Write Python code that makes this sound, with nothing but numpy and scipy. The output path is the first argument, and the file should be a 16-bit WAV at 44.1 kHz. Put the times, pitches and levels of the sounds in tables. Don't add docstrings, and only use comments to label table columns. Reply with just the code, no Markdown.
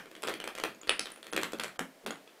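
import sys
import numpy as np
from scipy import signal
from scipy.fft import rfft, irfft, next_fast_len
from scipy.io import wavfile
from scipy.ndimage import uniform_filter1d

SR = 44100
rng = np.random.default_rng(int(sys.argv[2]) if len(sys.argv) > 2 else 0)


def put_to_file(sound):
    columns = np.atleast_2d(sound).T
    safe = np.clip(columns, -1, 1)
    whole_steps = np.round(safe * 32767)
    wavfile.write(sys.argv[1], SR, whole_steps.astype(np.int16))


def makeup_ratio(level_db):
    decades = np.asarray(level_db, float) / 20
    return 10 ** decades


N = 105840

# start in
# seconds, clack in dB, thump in dB, snap in dB, loudest wood mode in Hz.
FRONT_KNOCKS = [(0.7474, -41, -50, -58, 2550), (0.8137, -40, -58, -53, 1345),
                (0.8328, -30.5, -47, -59, 2918), (0.8726, -29.5, -38.5, -47, 2810),
                (0.8769, -25, -52, -50, 4500), (0.894, -6, -30.5, -37.5, 2750),
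                (1.0573, -22, -39.5, -46, 3800), (1.0705, -30.5, -54, -47, 3350),
                (1.1030, -34, -67, -45.5, 1340), (1.1183, -53, -48, -47, 2000),
                (1.1606, -39, -79, -51, 1550), (1.175, -42, -48, -61, 1290),
                (1.2293, -27.5, -53, -55, 3620), (1.2439, -56, -44.5, -49.5, 3240),
                (1.2679, -30.5, -44, -45, 2280),
                (0.9939, -18.5, -40.5, -43, 2380),
]
# start in seconds, clack in dB, thump in dB, snap in dB,
# loudest wood mode in Hz.
LAST_KNOCKS = [(1.3268, -25, -38, -42, 1500), (1.3333, -19.5, -32.5, -39.5, 1720),
               (1.3642, -11.5, -29, -32.5, 2850), (1.3768, -14, -28.5, -38, 2340),
               (1.4152, -38, -49, -40, 1490), (1.4238, -34, -46, -44, 1520),
               (1.4326, -20.5, -38, -29, 2360), (1.4425, -28, -45, -42, 2300),
               (1.456, -27.5, -40, -53, 1400), (1.5209, -37, -49, -43, 3000),
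               (1.5334, -24.5, -28, -40.5, 1500), (1.5865, -45, -63, -47, 2600),
               (1.5971, -17, -48, -46, 1520), (1.5992, -23, -40, -32, 4200), (1.6078, -26, -52, -50, 1580),
               (1.6359, -22.5, -43, -32.5, 1600), (1.6441, -26.5, -36.5, -38, 2300),
               (1.6808, -30.5, -73, -47, 1690), (1.7594, -36, -66, -70, 1360),
               (1.793, -23.5, -30.5, -30, 1380), (2.0632, -60, -36.5, -33.5, 2650),
               (2.068, -33, -37.5, -41, 1310), (2.0738, -40, -45, -40.5, 5400),
               (2.1067, -19, -36.5, -46.5, 1420), (2.1572, -36, -45.5, -57, 1404),
               (2.2759, -36.5, -50.5, -71, 2800)]
# start in
# seconds, clack in dB, thump in dB, snap in dB, loudest wood mode in Hz.
OUTER_RING_KNOCKS = [
    (-0.061, -13, -29.5, -28.5, 1700),
                     (0.0575, -42, -45, -52, 1420), (0.1143, -43, -44, -49.5, 2150),
                (0.1521, -31.5, -62, -51, 3220), (0.1648, -61, -44, -49.5, 2290),
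                (0.2222, -40, -51.5, -41.5, 1580), (0.2315, -25, -42, -42, 3206),
                (0.2363, -19.5, -30.5, -37, 1570), (0.2726, -29, -31, -35.5, 1420),
                (0.2773, -18, -34, -42, 1740), (0.2849, -19.5, -28.5, -35, 1420),
                (0.2925, -31, -37, -38, 1640), (0.2959, -23.5, -36, -43, 2000),
                (0.3133, -32, -50, -51, 4240), (0.339, -24, -34.5, -41, 3200),
                (0.4014, -24, -40, -41.5, 3232), (0.441, -22, -36, -41.5, 2420),
                (0.476, -22, -37, -36, 1340), (0.5517, -25.5, -55, -39.5, 1720),
                (0.5598, -48, -44.5, -53, 1530), (0.5786, -28.5, -49, -46, 2270),
                (0.5843, -25.5, -39.5, -39.5, 1420), (0.5995, -27.5, -38.5, -40, 1447),
                (0.637, -19, -54, -33, 1420), (0.638, -16, -29, -31.5, 2730), (0.703, -33, -47, -67, 1335)]
# start in seconds, peak in dB, frequency in Hz,
# T60 in seconds.
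END_PINGS = [(0.2222, -41, 9600, 0.01), (0.2318, -37, 10100, 0.011), (0.34, -38, 9700, 0.015),
             (0.442, -39.5, 8000, 0.022), (0.7473, -50, 6730, 0.021), (0.815, -38, 6970, 0.019),
             (1.057, -42, 7820, 0.019), (1.0705, -53, 10100, 0.012), (1.1189, -36.5, 9430, 0.022),
             (1.14, -50, 10400, 0.013), (1.1593, -44, 10100, 0.014), (1.182, -58, 10200, 0.015),
             (1.2286, -46, 8940, 0.029), (1.268, -51, 9200, 0.012), (1.3163, -44, 10100, 0.043),
             (2.1077, -34.5, 6838, 0.024), (2.113, -42, 10100, 0.014)]
# frequency in Hz, peak in dB, T60 in seconds.
HARDEST_MODES = [(494, -28.5, 0.024), (1115, -26.5, 0.0068), (2050, -24.5, 0.0094), (3460, -22, 0.012),
                 (3640, -16, 0.0083), (4600, -22, 0.012), (5000, -22, 0.0083), (7820, -31.5, 0.032),
                 (9360, -20, 0.018)]
# frequency in Hz, peak in dB, T60 in seconds.
CORNER_MODES = [(462, -35.5, 0.033), (3230, -24.5, 0.01), (3980, -21, 0.0078), (4600, -18, .007),
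                (5230, -16.5, 0.0074), (6060, -19.5, 0.0065), (6840, -28, 0.0044), (7820, -29, 0.014),
                (9500, -22.5, 0.013), (9920, -29, .014)]
# start in seconds, peak in dB.
FLAT_LANDINGS = [(0.233, -35), (0.278, -49), (0.633, -41), (0.99, -33.5), (1.245, -64), (1.333, -26),
                 (1.43, -27.5), (1.532, -34), (1.634, -51), (1.79, -22.5), (2.037, -34), (2.066, -26)]
# frequency in Hz, level in dB, T60 in seconds.
BLOCK_MODES = [(1420, -17.5, 0.11), (2000, 0, 0.0053), (2550, -7.5, 0.021), (3260, -4.5, 0.02),
               (3605, -18, 0.049), (4390, -0.5, 0.0057)]
# frequency in Hz, level in dB, T60 in seconds.
BOARD_MODES = [(320, -11.5, 0.13), (386.4, -9, 0.12), (465, -6, 0.074), (501, -10.5, 0.035),
               (654, -21, 0.0029)]
# frequency in Hz, level in dB, T60 in seconds.
FLOOR_MODES = [(166.5, -8, 0.24), (223.7, -3, 0.21), (276.4, -10, 0.36), (309.4, -0.5, 0.054),
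               (386.7, 7, 0.049), (440, 5, 0.05)]
# frequency in Hz, level in dB.
SNAP_SPECTRUM = [(2500, 9.5), (5500, 3), (8000, 1.5), (12000, -1), (15500, -10)]
# frequency in Hz, level in dB.
GRIT_SPECTRUM = [(500, -5.5), (1200, -29.5), (3000, -3), (6000, -9), (9000, -12), (13000, -41)]
# delay in seconds, level in dB.
WALL_ECHOES = [(0.0094, -7), (0.0132, -8), (0.0183, -9.5), (0.027, -31)]
# frequency in Hz, T60 in seconds.
ROOM_DECAY = [(150, 0.53), (400, 0.23), (1000, 0.23), (2800, 0.23), (7000, 0.22), (14000, 0.26)]
# frequency in Hz, level in dB.
ROOM_SPECTRUM = [(150, -6), (500, -7), (2000, -2.5), (6000, -9), (14000, -7)]
# frequency in Hz, level in dB per Hz.
HISS_SPECTRUM = [(76, -28), (130, -11), (651, 2.5), (829, -5), (1370, -7), (1640, -7.5), (2270, -8),
                 (2720, -11), (16000, -22)]
# frequency in Hz, level in dB.
RUMBLE_SPECTRUM = [(10, 18.5), (25, -58), (60, 10.5), (130, 5.5), (200, -43)]
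# frequency in Hz, level in dB.
BAND_LIMIT = [(15500, 0), (15900, -16), (16600, -22), (16800, -90)]
# frequency in Hz, level in dB.
GATE_THRESHOLD = [(1000, -60), (2000, -28), (5000, -19), (15000, -14)]

LEAD, LONG, ONSET = SR // 10, SR // 2, 40
CLACK_DB, THUMP_DB, SNAP_DB, PING_DB, LANDING_DB = -9, 0.5, 3, 2.5, -8.5
MAIN_DB, MAIN_T60 = 3, 0.005
SCATTER_DB, DETUNE, EDGE_SCATTER_DB = 1.5, 0.046, 2
CONTACT_S, CHATTER_S, CHATTER_DB = 0.0001, 0.003, -4
SNAP_T60, GRIT_DB, TICK_DB = 0.015, 13.5, 10
OUTER_DIRECT_DB, FRONT_DIRECT_DB, LAST_DIRECT_DB = -2, -2.4, -1
HARDEST_S, CORNER_S = 0.894, 0.9943
PING_SPLIT, PING_RISE_S, PING_ROOM_DB = 0.009, 0.00023, -3.5
LANDING_RISE_S = 0.011
ROOM_DB, ROOM_START_S, ROOM_RISE_S, BLUR_HZ = 0, 0.007, 0.007, 400
HISS_DB = -52
LOW_CUT_HZ, SKIRT_DB = 169, -25.5
RUMBLE_DB, RUMBLE_S = -30.5, 0.036
FRAME, FRAME_START, GATED_DB = 1024, 370, -40


def along(points, hz):
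    f, v = np.transpose(points)
    return np.interp(np.log(hz + 1), np.log(f + 1), v)


def tinted(x, points):
    m = next_fast_len(x.shape[-1] + LEAD)
    gain = makeup_ratio(along(points, np.fft.rfftfreq(m, 1 / SR)))
    return irfft(rfft(x, m) * gain, m)[..., :x.shape[-1]]


def noise(points, size):
    x = tinted(rng.standard_normal(size), points)
    return x / np.std(x)


def ring(modes, t, spread):
    hz, db, t60 = np.transpose(modes)[:, :, None]
    tune, push = rng.standard_normal((2, len(hz), 1))
    decay = makeup_ratio(db + SCATTER_DB * push - 60 * t / t60)
    tuned_hz = hz * (1 + spread * DETUNE * tune)
    return np.sum(decay * np.sin(2 * np.pi * tuned_hz * t), axis=0)


def knock(clack_db, thump_db, snap_db, hz):
    t = np.clip(np.arange(LEAD) - ONSET, 0, None) / SR
    touch = np.zeros(LEAD)
    when, size = rng.random(size=(2, 6))
    touch[ONSET + 10 + (when * CHATTER_S * SR).astype(int)] = makeup_ratio(CHATTER_DB) * (2 * size - 1)
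    touch[ONSET] = -1

    main_mode = makeup_ratio(MAIN_DB - 60 * t / MAIN_T60) * np.sin(2 * np.pi * hz * t)
    rung = ring(BLOCK_MODES, t, 1) + main_mode
    wood = -rung * (1 - np.exp(-t / CONTACT_S)) + makeup_ratio(GRIT_DB) * tinted(touch, GRIT_SPECTRUM)

    edge = [(f, db + EDGE_SCATTER_DB * rng.standard_normal()) for f, db in SNAP_SPECTRUM]
    burst = (t > 0) * makeup_ratio(-60 * t / SNAP_T60) * noise(edge, LEAD)
    snap = burst + makeup_ratio(TICK_DB) * tinted(touch, edge)

    thump = ring(BOARD_MODES, t, 0.62)
    return makeup_ratio(clack_db + CLACK_DB) * wood + makeup_ratio(snap_db + SNAP_DB) * snap + makeup_ratio(thump_db + THUMP_DB) * thump


def knocks():
    out = np.zeros(N + 2 * SR)
    groups = [(OUTER_RING_KNOCKS, OUTER_DIRECT_DB),
              (FRONT_KNOCKS, FRONT_DIRECT_DB),
              (LAST_KNOCKS, LAST_DIRECT_DB)]
    for rows, direct_db in groups:
        for s, *blow in rows:
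            start = LEAD - ONSET + round(s * SR)
            out[start:][:LONG] += in_room(knock(*blow), direct_db)
    return out[LEAD:LEAD + N]


def pings():
    out, t = np.zeros(N + SR), np.arange(LEAD) / SR
    freed = [(HARDEST_S, db, hz, t60) for hz, db, t60 in HARDEST_MODES]
    freed += [(CORNER_S, db, hz, t60) for hz, db, t60 in CORNER_MODES]
    for s, db, hz, t60 in END_PINGS + freed:
        apart = 1 + PING_SPLIT * rng.uniform(-1, 1, size=(3, 1))
        tone = np.mean(np.sin(2 * np.pi * hz * apart * t), axis=0) * (1 - np.exp(-t / PING_RISE_S))
        ping = makeup_ratio(db + PING_DB + PING_ROOM_DB - 60 * t / t60) * tone
        out[round(s * SR):][:LONG] += in_room(ping, FRONT_DIRECT_DB - PING_ROOM_DB)
    return out[:N]


def landings():
    out, t = np.zeros(N + SR), np.arange(LONG) / SR
    for s, db in FLAT_LANDINGS:
        swell = makeup_ratio(db + LANDING_DB) * (1 - np.exp(-t / LANDING_RISE_S))
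        out[round(s * SR):][:LONG] += swell * ring(FLOOR_MODES, t, 0.545)
    return out[:N]


def in_room(x, direct_db):
    hz, t, z = signal.stft(rng.standard_normal(LONG), SR, nperseg=256)
    decay = makeup_ratio(-60 * t / along(ROOM_DECAY, hz)[:, None])
    tail = signal.istft(z * decay, SR, nperseg=256)[1][:LONG]
    age = np.clip(np.arange(LONG) / SR - ROOM_START_S, 0, None)
    tail *= 1 - np.exp(-age / ROOM_RISE_S)

    walls = np.zeros(LONG)
    walls[[round(s * SR) for s, db in WALL_ECHOES]] = makeup_ratio([db for s, db in WALL_ECHOES])

    m = next_fast_len(LONG + LEAD)
    sound = rfft(x, m)
    blurred = np.sqrt(np.abs(uniform_filter1d(np.abs(sound) ** 2, round(BLUR_HZ * m / SR))))
    diffuse = rfft(tail, m) * blurred * makeup_ratio(ROOM_DB) / np.linalg.norm(tail)
    reflected = diffuse + rfft(walls, m) * sound
    answer = tinted(irfft(reflected, m)[:LONG], ROOM_SPECTRUM)
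    answer[:len(x)] += makeup_ratio(direct_db) * x
    return answer


def hiss():
    return makeup_ratio(HISS_DB - 8) * noise(HISS_SPECTRUM, N)


def scene():
    return (knocks() + pings() + landings() + hiss())[None]


def gated(x):
    window = np.sqrt(np.hanning(257)[:-1])
    padded = np.pad(x[0], (FRAME - FRAME_START, 2 * FRAME))
    hz, t, z = signal.stft(padded, SR, window=window, nperseg=256)
    power = np.abs(z[:, 1:len(t) // 8 * 8 - 7]) ** 2
    power = np.abs(uniform_filter1d(power, size=7, axis=0)).reshape(len(hz), -1, 8)
    threshold = power.max(axis=2, keepdims=True) * makeup_ratio(2 * along(GATE_THRESHOLD, hz))[:, None, None]
    lost = (power < threshold).reshape(len(hz), -1)
    z[:, 1:1 + lost.shape[1]] *= np.where(lost, makeup_ratio(GATED_DB), 1)
    y = signal.istft(z, SR, window=window, nperseg=256)[1]
    return y[None, FRAME - FRAME_START:][:, :N]


def band_limit(x):
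    return signal.sosfilt(signal.butter(12, 16640, fs=SR, output="sos"), x)


def record(dry):
    cut = signal.butter(3, LOW_CUT_HZ, "high", fs=SR, output="sos")
    level = np.sqrt(np.abs(uniform_filter1d(dry ** 2, round(RUMBLE_S * SR))))
    rumble = makeup_ratio(RUMBLE_DB) * level * noise(RUMBLE_SPECTRUM, N)
    x = signal.sosfilt(cut, dry) + makeup_ratio(SKIRT_DB) * dry + rumble
    mix = gated(tinted(x, BAND_LIMIT))
    return band_limit(mix)


dry = scene()
out = record(dry)
put_to_file(out)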